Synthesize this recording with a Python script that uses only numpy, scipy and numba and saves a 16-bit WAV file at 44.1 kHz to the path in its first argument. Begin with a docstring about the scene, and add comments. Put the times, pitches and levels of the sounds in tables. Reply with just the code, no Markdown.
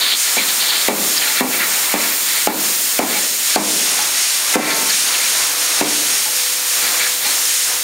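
"""Bottles tumbling in a steel hopper

Small plastic bottles rattle as many short ringing collisions, with louder clacks and hollow pops.
A lifting step knocks the steel walls with a thump and a boom, and a steel bar rings once.
Air jets hiss as filtered noise; a motor hums as wavering tones, strongest in the later part.
A hand-held mono phone hears it all; its gain control ducks the hiss after loud knocks."""
import sys
import numpy as np
from scipy import signal
from scipy.fft import rfft, irfft
from scipy.io import wavfile
from scipy.ndimage import uniform_filter1d
from numba import njit

SR = 44100
rng = np.random.default_rng(int(sys.argv[2]) if len(sys.argv) > 2 else 0)


def materialize(psi):
    """Save the field psi as 16-bit PCM at rate SR to the path in sys.argv[1].

    A 1-D psi becomes a single channel; in a 2-D psi each row is a channel.
    """
    bounded = np.clip(np.atleast_2d(psi).T, -1, 1)
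    quanta = np.round(bounded * 32767).astype(np.int16)
    wavfile.write(sys.argv[1], SR, quanta)


N = 345303  # length in samples

# In every table, t60 is the time a ringing tone takes to fall by 60 dB.
# Tones of the bottle bodies. Each row: pitch in Hz, relative level in dB, t60 in seconds.
BODY_TONES = [(1400, -6, .05), (1750, -1, .03), (1950, -1, .03), (2150, -1, .03), (2320, -1, .05),
              (2650, -3, .03)]
# Tones of the bottle necks. Each row: pitch in Hz, relative level in dB, t60 in seconds.
NECK_TONES = [(3190, -2.5, 0.0079), (3580, 3, 0.0063), (4074, 1.5, 0.01), (4470, 1.5, 0.0085),
              (4700, -13, 0.012)]
# Slides of the bottle heap. Each row: start in seconds, length in seconds,
# level of the bodies in dB, level of the necks in dB.
SLIDES = [(0.022, 0.11, -25, -13.5), (0.254, 0.026, -26, -26), (0.373, 0.04, -27, -20),
          (0.485, 0.014, -30, -24), (0.609, 0.069, -29, -22), (0.702, 0.033, -27, -15),
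          (0.756, 0.13, -33, -27), (1.173, 0.016, -26.5, -22), (1.22, .1, -24, -25.5),
          (1.363, .04, -23.5, -27), (1.52, 0.033, -25, -32), (1.6, .05, -23, -29),
          (1.717, 0.42, -30.5, -35), (2.28, 0.15, -29, -32), (3.102, 0.078, -31, -33),
          (3.503, 0.042, -28, -26), (3.98, 0.054, -44, -28), (4.135, 0.081, -30, -42),
          (4.616, 0.11, -23, -26), (4.903, 0.035, -24, -23), (5.066, 0.023, -35, -24),
          (5.147, 0.099, -32, -31), (6.838, 0.038, -26.5, -25.5), (7.005, 0.045, -21, -30),
          (7.22, .1, -35, -31)]
# Single bottle clacks. Each row: start in seconds, level in dB, middle pitch in Hz, t60 in seconds.
CLACKS = [(0.0094, -5, 4170, 0.044), (0.3785, -10, 2380, 0.21), (0.379, -11, 3600, 0.04),
          (0.494, -18, 4060, 0.047), (0.621, -20, 4420, 0.054), (0.7063, -19, 4300, 0.06),
          (1.1722, -7.5, 4800, 0.054), (1.216, -14, 2850, 0.11), (1.5994, -25, 2020, 0.055),
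          (4.02, -13, 5460, 0.06), (4.8968, -7, 4800, 0.043), (5.1394, -12, 3010, 0.083),
          (6.353, -16, 5540, 0.06), (6.8317, -12, 4400, 0.06), (7.0085, -29, 2440, 0.06),
          (7.4476, -12, 5420, 0.072)]
# Hollow pops of a bottle mouth. Each row: start in seconds, level in dB, middle pitch in Hz, t60 in seconds.
POPS = [(1.292, -28, 880, .2), (3.159, -24, 845, .2), (3.99, -21, 850, .25), (6.255, -25, 865, .22),
        (7.254, -27, 845, .15)]
# Knocks on the hopper. Each row: start in seconds, blow in dB, rim rattle against the boom in dB,
# scrape just before in dB.
KNOCKS = [(0.365, -16.5, -1, -31), (0.881, -5, 3, -29), (1.405, -6, 3, -22), (1.937, -11.5, 5, -26),
          (2.469, -6.5, 5, -35), (2.485, -16, 3, -18), (2.989, -5.5, 5, -28), (3.557, -1.5, 5, -19),
          (4.553, 0, 2, -17), (5.808, -7, 1.5, -28), (6.829, -38, 4, -28), (7.258, -30, 2, -24)]
# Tones of the hopper wall. 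Each row: pitch in Hz, relative level in dB, t60 in seconds.
WALL_TONES = [(204, -4, 0.53), (235, 2.5, 0.32), (261.5, 3.5, 0.27), (301, -2, 0.46), (336, -6, 0.16),
              (411.6, -1.5, 0.19), (530, -8, 0.2), (750, 6, 0.092), (793, 0, 0.18), (919, 16, 0.1)]
# Tones of a steel bar struck once. Each row: pitch in Hz, level in dB, t60 in seconds.
BAR_TONES = [(899, -22, 2.5), (1077, -25, 2.), (1340, -22, 1.5), (1567, -21, 1.), (2051, -18, 1.2),
             (2336, -25, 2.)]
# Air jets as the phone moves. Each row: time in seconds, level in dB, treble gain in dB, rumble gain in dB.
AIR_LEVELS = [(0.0, -14, -5, 5.5), (0.75, -16.5, -4.5, 6.5), (1.3, -15.5, -2, 4.5), (2.0, -17, -2.5, 6.5),
              (2.7, -17, -2, 3), (3.4, -15, -5.5, 3), (3.75, -11.5, -9, 1), (4.3, -14, -9, 2),
              (5.0, -13, -7.5, 3), (5.85, -13, -10, 4), (6.25, -13, -8.5, -2.5), (6.9, -14.5, -6.5, 3.5),
              (7.83, -13, -8.5, 1)]
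# Basic colour of the hiss. Each row: frequency in Hz, relative level in dB per Hz.
AIR_COLOUR = [(20, -33), (100, -28.5), (165, -31.5), (300, -20.5), (500, -18), (800, -13.5), (1300, -10),
              (2000, -6.5), (3500, -5.5), (6000, -3.5), (9500, -3), (13000, -4), (15700, -4)]
# Resonances of the hiss over the open hopper. Each row: centre in Hz, width in Hz, boost in dB.
OVER_HOPPER = [(2240, 140, -2), (4250, 330, 1), (5420, 300, 3), (6690, 560, 3), (7360, 1050, 4),
               (8420, 690, 4), (9230, 530, 3.5), (11900, 600, 1.5), (13800, 1100, 6.5), (15200, 600, 5)]
# Resonances of the hiss over the sorting disc. Each row: centre in Hz, width in Hz, boost in dB.
OVER_DISC = [(4140, 930, 0.5), (5540, 210, 4), (6580, 440, 3.7), (8220, 400, 2.9), (8950, 700, 0.99),
             (10500, 380, 1.9), (11600, 650, 1.3), (14000, 920, 1)]
# Where the phone is. Each row: time in seconds, share of the hopper from 0 to 1 (the rest is the disc).
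PLACE = [(0, 0.84), (3.4, 0.76), (3.8, 0.17), (6.3, 0), (6.8, .5), (7.5, 0.5), (7.83, .2)]
# Tones of the motor. Each row: frequency in Hz, rms level in dB before waver and swell.
HUM_TONES = [(100, -63), (200, -61), (300, -54), (400, -69), (500, -45.5), (630, -58)]
# Swell of the motor hum. Each row: time in seconds, gain in dB.
HUM_SWELL = [(0, -7), (4.9, -22), (5.4, 3), (6., 1), (7.83, 0)]

# Pairs are for bodies, then necks. Random wander and stutter are given before smoothing.
SHUFFLE_DB, SHUFFLE_WANDER_DB = (-38.5, -34), 3
SLIDE_RISE_S, SLIDE_FALL_S, SLIDE_STUTTER_DB = .025, .025, 2.5
JOLT_DB, JOLT_FALL_S = (-13.5, -25), 0.038  # bottles shaken by a knock, level against its blow
PUSH_MS = 0.71  # time scale of the thump
BOOM_DB, WALL_DB = -10.5, -30.5  # boom against the blow; wall tones against the boom
BAR_S, BAR_DAMPED_S = 4.54, 4.89
NOTCH_HZ, NOTCH_WIDTH_HZ, TOP_HZ = 7880, 200, 15750


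def undb(db):
    """Turn decibels into a plain factor."""
    return 10 ** (np.asarray(db) / 20)


def unit(x):
    """Scale a sound to an rms level of 1."""
    return x / np.sqrt(np.mean(x ** 2))


def curves(table):
    """Join the rows of a table with straight lines over time, one curve per column after the first."""
    s, *columns = np.transpose(table)
    return [np.interp(np.arange(N) / SR, s, c) for c in columns]


def band(x, lo_hz, hi_hz):
    """Keep only the frequencies between two limits."""
    return signal.sosfilt(signal.butter(2, [lo_hz, hi_hz], "band", fs=SR, output="sos"), x)


def ring(x, hz, t60):
    """Ring one fading tone; a single blow of size 1 rings with height 1."""
    pole = np.exp((2j * np.pi * hz - np.log(1000) / t60) / SR)
    return signal.lfilter([1], [1, -pole], x).imag


def blows(times, sizes):
    """Make silence with one-sample blows at the given times in seconds."""
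    x = np.zeros(N)
    x[(np.asarray(times) * SR).astype(int)] = sizes
    return x


def walk(rate):
    """Draw about `rate` random levels per second and smooth the steps between them twice."""
    hold = int(SR / rate)
    steps = np.repeat(rng.standard_normal(N // hold + 1), hold)
    return uniform_filter1d(uniform_filter1d(steps, hold), hold)[:N]


def tumble(rate=300, scatter_db=2.2, spread=.025, count=3):
    """Dense small collisions: each tone has detuned copies, each hit at its own random times."""
    out = 0
    for part, tones in enumerate((BODY_TONES, NECK_TONES)):
        swarm = 0
        for hz, db, t60 in tones:
            for detune in np.linspace(-spread, spread, count):
                at = rng.integers(0, N, int(rate * N / SR))  # rate is in hits per second
                sizes = undb(scatter_db * rng.exponential(size=len(at)))
                signs = rng.choice([-1, 1], len(at))
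                hits = blows(at / SR, sizes * signs)
                swarm = swarm + undb(db) * ring(hits, hz * (1 + detune), t60)
        out = out + bustle(part) * unit(swarm)
    return out


def bustle(part):
    """How hard bodies (0) or necks (1) collide: a wandering shuffle, slides, a jolt at each knock."""
    t = np.arange(N) / SR
    out = undb(SHUFFLE_DB[part] + SHUFFLE_WANDER_DB * walk(5))
    stutter = undb(SLIDE_STUTTER_DB * walk(40))
    for s, length, *db in SLIDES:
        # the rise leads up to the start, the fall follows the end
        rise = np.clip(1 + (t - s) / SLIDE_RISE_S, 0, 1) ** 2
        fall = np.exp(-np.maximum(t - s - length, 0) / SLIDE_FALL_S)
        out = out + undb(db[part]) * stutter * rise * fall
    for s, db, *_ in KNOCKS:
        fall = (t > s) * np.exp(-np.maximum(t - s, 0) / JOLT_FALL_S)
        out = out + undb(db + JOLT_DB[part]) * fall
    return out


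def taps(table, spread, count):
    """Clacks or pops: each rings a cluster of close tones, struck within a few milliseconds."""
    out = np.zeros(N + SR)
    blow = np.arange(SR // 2) == 0
    for s, db, hz, t60 in table:
        for pitch_draw, delay_draw in rng.random((count, 2)):
            i = int((s + 0.0092 * delay_draw) * SR)
            tone = ring(blow, hz * (1 + spread * (2 * pitch_draw - 1)), t60)
            out[i:i + SR // 2] += undb(db) / np.sqrt(count) * tone
    return out[:N]


def knocks():
    """A short push thumps and rings the wall; noise adds a boom, a rim rattle and a scrape ahead."""
    out, t = np.zeros(N + 2 * SR), np.arange(SR) / SR
    for s, db, rim_db, scrape_db in KNOCKS:
        lag = (t - .005) * 1000 / PUSH_MS  # the push peaks after 5 ms
        thump = (1 - 2 * lag ** 2) * np.exp(-lag ** 2)
        # each knock strikes the wall anew: levels and pitches vary
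        draws = [4, .03] * rng.standard_normal((len(WALL_TONES), 2))
        wall = sum(undb(level + extra_db) * ring(thump, hz * (1 + detune), t60)
                   for (hz, level, t60), (extra_db, detune) in zip(WALL_TONES, draws))
        # the boom dies away fast at first, then slowly
        fade = (t > .004) * (np.exp(-t / 0.036) + 0.42 * np.exp(-t / 0.21))
        boom = fade * unit(band(rng.standard_normal(SR), 124, 680))
        rim_fade = (t > .004) * np.exp(-t / 0.046)
        rim = rim_fade * unit(band(rng.standard_normal(SR), 550, 1100))
        body = boom + undb(rim_db) * rim + undb(WALL_DB) * wall
        i = int(s * SR)
        out[i:i + SR] += undb(db) * (thump + undb(BOOM_DB) * body)
        length = SR // 40
        scrape = np.hanning(length) * unit(band(rng.standard_normal(length), 1200, 3200))
        first = i - length * 3 // 4
        out[first:][:length] += undb(scrape_db) * scrape
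    return out[:N]


def bar():
    """Long steel tones from one blow, which something touches and stills."""
    t = np.arange(N) / SR
    still = np.exp(-np.maximum(t - BAR_DAMPED_S, 0) / 0.017)
    blow = blows([BAR_S], 1)
    return still * sum(undb(db) * ring(blow, hz, t60) for hz, db, t60 in BAR_TONES)


def resonate(spectrum, hz, place):
    """Boost the hiss around the resonances of one place."""
    boost_db = sum(db * np.exp(-(2 * (hz - centre) / width) ** 2) for centre, width, db in place)
    return irfft(spectrum * undb(boost_db), N)


def air():
    """Turbulent hiss in three ranges that flutter together and a little alone, coloured by the place."""
    db, top_db, low_db = curves(AIR_LEVELS)
    hopper = np.clip(curves(PLACE)[0], 0, 1)
    hz = np.arange(N // 2 + 1) * SR / N + 1  # the extra 1 Hz keeps zero out of the logarithm
    colour_hz, colour_db = np.transpose(AIR_COLOUR)
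    colour = undb(np.interp(np.log(hz), np.log(colour_hz), colour_db))
    noise = rfft(rng.standard_normal(N)) * colour
    noise = noise / np.std(irfft(noise, N))
    # soft splits near 1500 Hz and 10500 Hz
    low = 1 / (1 + (hz / 1500) ** 4)
    top = 1 / (1 + (10500 / hz) ** 8)
    parts = [(low, low_db + 2.5 * walk(9)),
             (1 - low - top, 2.0 * walk(12)),
             (top, top_db + 0.47 * walk(8.2))]
    mix = sum(undb(gain_db) * irfft(noise * share, N) for share, gain_db in parts)
    hiss = rfft(undb(db + 1.0 * walk(6.9)) * mix)
    over_hopper = resonate(hiss, hz, OVER_HOPPER)
    over_disc = resonate(hiss, hz, OVER_DISC)
    return hopper * over_hopper + (1 - hopper) * over_disc


def motor():
    """Steady motor tones that waver a little in level and phase."""
    t = np.arange(N) / SR
    tones = 0
    for hz, db in HUM_TONES:
        height = np.sqrt(2) * undb(db + 2.2 * walk(8.2))  # root 2 turns rms into peak
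        tones = tones + height * np.sin(2 * np.pi * hz * t + 1.5 * walk(4))
    return undb(curves(HUM_SWELL)[0]) * tones


def scene():
    """Add up all sources, the same in both channels."""
    hits = tumble() + knocks() + taps(CLACKS, 0.131, count=12) + taps(POPS, 0.0042, count=1) + bar()
    # the hits keep no deep bass below about 170 Hz
    hits = signal.sosfilt(signal.butter(4, 170, "high", fs=SR, output="sos"), hits)
    mono = air() + hits + motor()
    return np.array([mono, mono])


@njit
def follow(x, attack, release, start):
    """Track the loudness: rise fast and fall slowly."""
    y, e = np.empty(len(x)), start
    for i in range(len(x)):
        e += (abs(x[i]) - e) * (attack if abs(x[i]) > e else release)
        y[i] = e
    return y


def record(dry):
    """The phone: a narrow dip of the microphone port, gain control, clipping, top cut."""
    x = signal.lfilter(*signal.iirnotch(NOTCH_HZ, NOTCH_HZ / NOTCH_WIDTH_HZ, SR), dry[0])
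    # the gain control reacts more to bass than to hiss
    bass = signal.sosfilt(signal.butter(2, 900, fs=SR, output="sos"), x)
    attack_s, release_s = 0.0017, .06
    loudness = follow(x + 0.57 * bass, 1 / (attack_s * SR), 1 / (release_s * SR), 0.49)
    # above a loudness of 0.3 the gain drops almost as fast as the loudness grows
    gain = np.minimum(1, (0.3 / loudness) ** .9)
    x = np.clip(x * gain, -1, 1)
    x = signal.sosfilt(signal.ellip(12, .2, 70, TOP_HZ, fs=SR, output="sos"), x)
    return np.array([x, x])


dry = scene()
out = record(dry)
materialize(out)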